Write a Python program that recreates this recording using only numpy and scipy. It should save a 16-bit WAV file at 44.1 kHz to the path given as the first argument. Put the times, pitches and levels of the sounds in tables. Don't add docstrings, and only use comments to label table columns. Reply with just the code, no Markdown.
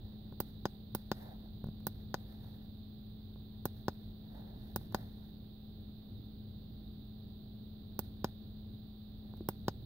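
import sys
import numpy as np
from scipy import signal
from scipy.fft import rfft, irfft
from scipy.io import wavfile
from scipy.ndimage import uniform_filter1d

SR = 44100
rng = np.random.default_rng(int(sys.argv[2]) if len(sys.argv) > 2 else 0)


def attenuation_scalar(level_db):
    decades = np.asarray(level_db, float) / 20
    return 10 ** decades


def unload_audio(sound):
    columns = np.transpose(np.atleast_2d(sound))
    steps = np.round(np.clip(columns, -1, 1) * 32767)
    wavfile.write(sys.argv[1], SR, steps.astype(np.int16))


N = 434385

PRESS_TIMES = [.4030, .9495, 1.8686, 3.6550, 4.7609, 7.9913, 9.4878]
RELEASE_TIMES = [.6547, 1.1159, 2.1423, 3.8823, 4.9462, 8.2441, 9.6819]
BUTTON = [0, 0, 1, 0, 1, 0, 0]
# (knock [dB], lid ring [dB], tick [dB], snap [dB])
PRESS_LEVELS = [
    (-26, 0, -46, -32),
    (-27.5, 1, -45.5, -33),
    (-27.5, 3.5, -45, -32),
    (-25, 1.5, -46, -34),
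    (-26, 3, -46, -33),
    (-28.5, 0.5, -48, -32),
    (-24.5, -1, -48.5, -33.5),
]
# (knock [dB], lid ring [dB], tick [dB], snap [dB])
RELEASE_LEVELS = [
    (-20.5, 1.5, -41, -50),
    (-21.5, 2.5, -39, -45),
    (-21.5, 3.5, -41, -46.5),
    (-20, 1, -43, -50.5),
    (-19, 1.5, -39, -41),
    (-21, 0, -40, -44.5),
    (-19.5, 0, -39.5, -46.5),
]
# (frequency [Hz], t60 [ms], signed swing left, signed swing right)
CASE_MODES = [(92, 42, .48, .37), (217, 33, -.41, -.35), (362, 16.2, -.57, -.54), (540, 36, -.02, -.1),
              (574, 17.4, .17, .23), (775, 13.5, .23, .31), (1185, 10.5, -.93, -.73), (1472, 24, .47, .12),
              (1704, 12.8, .1, .07)]
# (delay [ms], signed gain left, signed gain right)
BOUNCES = [(0, 1, 1), (.77, -.97, -1.16), (1.88, -.26, -.33), (6, .02, .09)]
# (frequency [Hz], left [dB], right [dB])
TICK_COLOUR = [(1000, -52.5, -47), (2090, -31, -14), (2570, -22.5, -10), (3136, -14, -10),
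               (3430, -7.5, -3.5), (4060, 0, -10.5), (5010, 3, -4), (5600, -19, -13.5), (6200, -1.5, -19),
               (7040, -15.5, -14.5), (8100, -24, -25.5)]
# (frequency [Hz], left [dB], right [dB])
SNAP_COLOUR = [(5980, -12, -24.5), (8100, -11.5, -7), (8600, -8, -5), (9600, -34, -6.5), (11630, -8.5, -3),
               (13350, -4, -3), (14160, -15.5, 6.5), (15260, -14, 11), (16540, -12, -8),
               (17100, -30.5, -19.5), (19600, -51, -44)]
# (frequency [Hz], left [dB], right [dB])
WASH_COLOUR = [(150, -16, -13.5), (400, -4, -5), (802, 11.5, -2), (1250, -2, -11), (1470, -10, -4),
               (2000, -25.5, -9), (2600, -33, -34.5)]
# (time [s], knock [dB], thud [dB], thud [Hz], tick [dB])
TAPS = [(0.3242, -42.5, -37.5, 200, -70), (1.6415, -38, -28, 167, -59), (1.6593, -60, -30, 125, -95),
        (1.669, -47, -35, 185, -63), (1.6866, -48, -28.5, 165, -67), (1.804, -56, -58, 200, -67),
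        (2.4442, -53, -43, 200, -67), (3.3592, -46.5, -46, 260, -78), (4.076, -64, -42.5, 220, -95),
        (4.812, -46, -58, 200, -90), (4.9237, -44, -56, 200, -56), (5.894, -68, -45, 220, -100),
        (9.3373, -41, -52, 200, -71), (9.369, -62, -59, 200, -65), (9.3748, -62, -62, 200, -67),
        (9.4074, -52, -33.5, 335, -99)]
# (fastest at [s], speeds up for [s], slows down for [s], scrape [dB], fine rustle [dB])
STROKES = [(.06, 0.11, 0.24, -72, -94), (1.15, .03, 0.1, -65, -76.5), (1.27, .1, .22, -62.5, -85.5),
           (2.0, .1, 0.11, -76, -95), (2.28, 0.11, 0.15, -73, -88), (2.44, 0.15, 0.23, -69, -83.5),
           (4.36, 0.12, 0.11, -64, -85.5), (4.52, 0.18, 0.062, -62.5, -90), (4.7, 0.13, 0.045, -68, -80),
           (4.98, 0.034, 0.048, -58.5, -75.5), (5.05, .05, 0.27, -68, -83), (9.3, .1, 0.11, -75, -101)]
# (frequency [Hz], left [dB], right [dB])
SCRAPE_COLOUR = [(200, -12, -17.5), (355, -7, -9), (555, -2, -0.5), (784, -0.5, 2), (970, -8.5, -6.5),
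                 (1150, -15, -17), (1520, -37, -31.5)]
# (frequency [Hz], left [dB], right [dB])
SQUEAK_COLOUR = [(1000, -20, -20), (1350, -5, -6), (1800, 0, -2), (2050, -6, -7), (2300, -20, -20),
                 (3000, -36, -36)]
# (frequency [Hz], left [dB], right [dB])
RUSTLE_COLOUR = [(2500, -9.5, 4), (4500, 11, 6.5), (5900, 0.5, -2.5), (7500, -5.5, -7), (9000, -5.5, 4.5),
                 (11000, 1.5, 7), (15100, 1.5, 14.5), (15900, -2.5, 8)]
# (time [s], rumble [dB])
SWELL = [(0.0, -51.5), (1.73, -51.5), (2.25, -49.5), (2.88, -53), (3.04, -52), (3.9, -52), (4.99, -48.5),
         (5.35, -52.5), (6.36, -51.5), (7.24, -52), (7.46, -51), (8.97, -52), (9.68, -49), (9.85, -49.5)]
# (frequency [Hz], left [dB per Hz], right [dB per Hz])
RUMBLE_COLOUR = [(12, -19.5, -24), (27, -14.5, -16.5), (42, -2, -1), (53.6, 0.5, 2), (69.2, -3.5, -0.5),
                 (98, 3.5, 0.5), (125, -3, 2), (139, -5.5, -7), (181, -7, -4), (227, -6.5, -12),
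                 (277, -14, -9.5), (487, -22, -28.5), (830, -39, -55), (2000, -65.5, -65.5)]
# (frequency [Hz], left [dB], right [dB])
MOTOR_PARTIALS = [(96.94, -61.5, -61.5), (213, -53, -54.5), (387.3, -82, -74), (428, -94, -71.5),
                  (574, -81, -103.5), (645.5, -90, -77.5), (776, -86, -79)]
# (frequency [Hz], left [dB per Hz], right [dB per Hz])
HISS_COLOUR = [(300, -102, -102), (636, -104, -103), (1370, -111, -110), (2290, -118, -118),
               (3030, -114, -108), (3783, -107, -91), (4657, -112, -102), (5630, -127, -133),
               (6650, -133, -133), (10500, -132, -131), (13450, -121, -113), (14800, -112, -102),
               (15000, -112.5, -103), (15760, -114, -104.5)]

LEFT_LAG = 7
AFTER = np.arange(4096) / SR


def buttons():
    out = np.zeros((2, N))
    tick_grain, snap_grain, wash_grain = (pair(1.0, size=len(AFTER)) for _ in range(3))
    wash = unit(colour(wash_grain, WASH_COLOUR)) * fade(57, 4.0)
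    presses = (PRESS_TIMES, PRESS_LEVELS, (1.4, -1.5), -1)
    releases = (RELEASE_TIMES, RELEASE_LEVELS, (-0.24, -4.5), 1)
    for times, levels, weights_db, direction in (presses, releases):
        for s, button, (knock_db, ring_db, tick_db, snap_db) in zip(times, BUTTON, levels):
            s -= .00022
            body = knock(weights_db[button], ring_db, contact_ms=0.035) + attenuation_scalar(-26.5) * wash
            tick = crack(TICK_COLOUR, tick_grain, rebound=1.6, t60_ms=8.3, echo_db=-12.5,
                         tail_db=-13.5, tail_t60_ms=80)
            snap = crack(SNAP_COLOUR, snap_grain, rebound=0.39, t60_ms=6.6, echo_db=-14.5,
                         tail_db=-18.5, tail_t60_ms=70)
            add(out, s, direction * attenuation_scalar(knock_db + 1.5) * body)
            add(out, s, attenuation_scalar(tick_db + 4.5) * tick)
            add(out, s - .0001, attenuation_scalar(snap_db + 4.5) * snap)
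    return out


def knock(weight_db, ring_db, contact_ms):
    out = np.zeros((2, len(AFTER)))
    for hz, t60_ms, *swing in CASE_MODES:
        gain = np.array(swing)[:, None] * attenuation_scalar(weight_db * (hz < 400) + ring_db * (hz > 1400))
        for ms, *bounce in BOUNCES:
            mode = fade(t60_ms, ms) * np.sin(2 * np.pi * hz * (AFTER - ms / 1000))
            out += gain * np.array(bounce)[:, None] * mode
    push = fade(np.log(1000) * np.clip(contact_ms, .02, 3))[:512]
    return signal.lfilter(push / push.sum(), 1, out)


def crack(table, grain, rebound, t60_ms, echo_db, tail_db, tail_t60_ms):
    noise = grain + 0.67 * pair(0.82, size=len(AFTER))
    burst = fade(t60_ms) + rebound * fade(t60_ms, .6)
    echoes = fade(2 * t60_ms, 2.6) + .6 * fade(2 * t60_ms, 4.8)
    tail = fade(tail_t60_ms)
    push = noise * (burst + attenuation_scalar(echo_db) * echoes + attenuation_scalar(tail_db) * tail)
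    push[[0, 1], [8 + LEFT_LAG, 8]] += 7
    return unit(colour(push, table, causal=True)) * attenuation_scalar(-17)


def thumb():
    return taps() + slides()


def taps():
    out = np.zeros((2, N))
    soft_ms_per_db = .006
    for s, knock_db, thud_db, thud_hz, tick_db in TAPS:
        body = knock(0, 0, contact_ms=soft_ms_per_db * (knock_db - tick_db))
        thud = -(fade(35) - fade(2.6)) * np.sin(2 * np.pi * thud_hz * AFTER)
        tick = unit(colour(pair(0.72, size=len(AFTER)), RUSTLE_COLOUR)) * fade(15)
        add(out, s, attenuation_scalar(knock_db) * body + attenuation_scalar(thud_db) * thud)
        add(out, s, attenuation_scalar(tick_db + 2.5) * tick)
    return out


def slides():
    scrape_db, rustle_db = drag()
    squeak_db = -79 + .6 * (scrape_db + 67.5) + .45 * (rustle_db + 86)
    slips = attenuation_scalar(2.5 * walk(120) + 2.5 * walk(25))
    scrape = unit(colour(pair(0.18) * slips, SCRAPE_COLOUR)) * attenuation_scalar(scrape_db + 1.1)
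    squeak = unit(colour(pair(0.74) * slips, SQUEAK_COLOUR)) * attenuation_scalar(squeak_db + 2.5)
    rustle = unit(colour(pair(0.18) * slips, RUSTLE_COLOUR)) * attenuation_scalar(rustle_db + 10.5)
    return scrape + squeak + rustle


def drag():
    # (scrape [dB], fine rustle [dB])
    rest_db, after_press_db, after_release_db = (-80.5, -103), (-72.5, -77.5), (-71, -83)
    creep_db_per_s = 70.5
    t = np.arange(N) / SR
    power = np.outer(attenuation_scalar(rest_db) ** 2, np.ones(N))
    for s, rise_s, fall_s, *stroke_db in STROKES:
        speed = np.exp(-((t - s) / np.where(t < s, rise_s, fall_s)) ** 2)
        power += np.outer(attenuation_scalar(stroke_db) ** 2, speed ** 2)
    for times, after_db in ((PRESS_TIMES, after_press_db), (RELEASE_TIMES, after_release_db)):
        for s in times:
            creep = (t > s) * attenuation_scalar(-creep_db_per_s * np.abs(t - s))
            power += np.outer(attenuation_scalar(after_db) ** 2, creep ** 2)
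    return 10 * np.log10(power)


def motor():
    turning = np.cumsum(1 + 0.00069 * walk(1.51)) / SR
    out = np.zeros((2, N))
    for hz, *db in MOTOR_PARTIALS:
        level = np.sqrt(2) * attenuation_scalar(np.array(db)[:, None] + 0.8 * walk(5))
        out += level * np.sin(2 * np.pi * (hz * turning + rng.random()))
    return out


def cabin():
    noise = pair(0.98) * attenuation_scalar(0.92 * walk(9))
    return unit(colour(noise, RUMBLE_COLOUR)) * attenuation_scalar(along(SWELL)[0] + 1.0)


def port_hiss():
    return colour(rng.standard_normal((2, N)), HISS_COLOUR) * np.sqrt(SR / 2)


def colour(x, table, causal=False):
    hz, *levels_db = np.transpose(table)
    size = x.shape[-1]
    at = np.log(np.maximum(np.fft.rfftfreq(size, 1 / SR), 1))
    gain = attenuation_scalar(np.array([np.interp(at, np.log(hz), db, right=db[-1] - 40) for db in levels_db]))
    if causal:
        fold = np.r_[1, 2 * np.ones(size // 2 - 1), 1, np.zeros(size // 2 - 1)]
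        gain = np.exp(rfft(irfft(np.log(gain), size) * fold))
    return irfft(rfft(x) * gain, size)


def unit(x):
    return x / np.sqrt(np.mean(x ** 2))


def pair(likeness, size=N):
    mid, side = rng.standard_normal((2, size))
    share = np.clip(likeness, 0, 1)
    common = np.array([np.roll(mid, LEFT_LAG), mid])
    opposed = side * np.array([[1], [-1]])
    return np.sqrt(1 + share) * common + np.sqrt(1 - share) * opposed


def walk(rate):
    hold = int(SR / rate)
    steps = np.repeat(rng.standard_normal(N // hold + 1), hold)
    return uniform_filter1d(uniform_filter1d(steps, hold), hold)[:N]


def along(table):
    s, *columns = np.transpose(table)
    return [np.interp(np.arange(N) / SR, s, column) for column in columns]


def add(out, s, sound):
    i = int(s * SR)
    out[:, i:i + sound.shape[1]] += sound[:, :N - i]


def fade(t60_ms, late_ms=0.):
    t = AFTER - late_ms / 1000
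    return (t >= 0) * np.exp(-np.log(1000) * 1000 * np.maximum(t, 0) / t60_ms)


def scene():
    return buttons() + thumb() + motor() + cabin()


def roll_off(x):
    return signal.sosfilt(signal.butter(12, 17150, fs=SR, output="sos"), x)


def record(dry):
    top_cut = signal.butter(12, 16850, fs=SR, output="sos")
    mix = signal.sosfiltfilt(top_cut, dry) + port_hiss() - .0004
    return roll_off(mix)


dry = scene()
out = record(dry)
unload_audio(out)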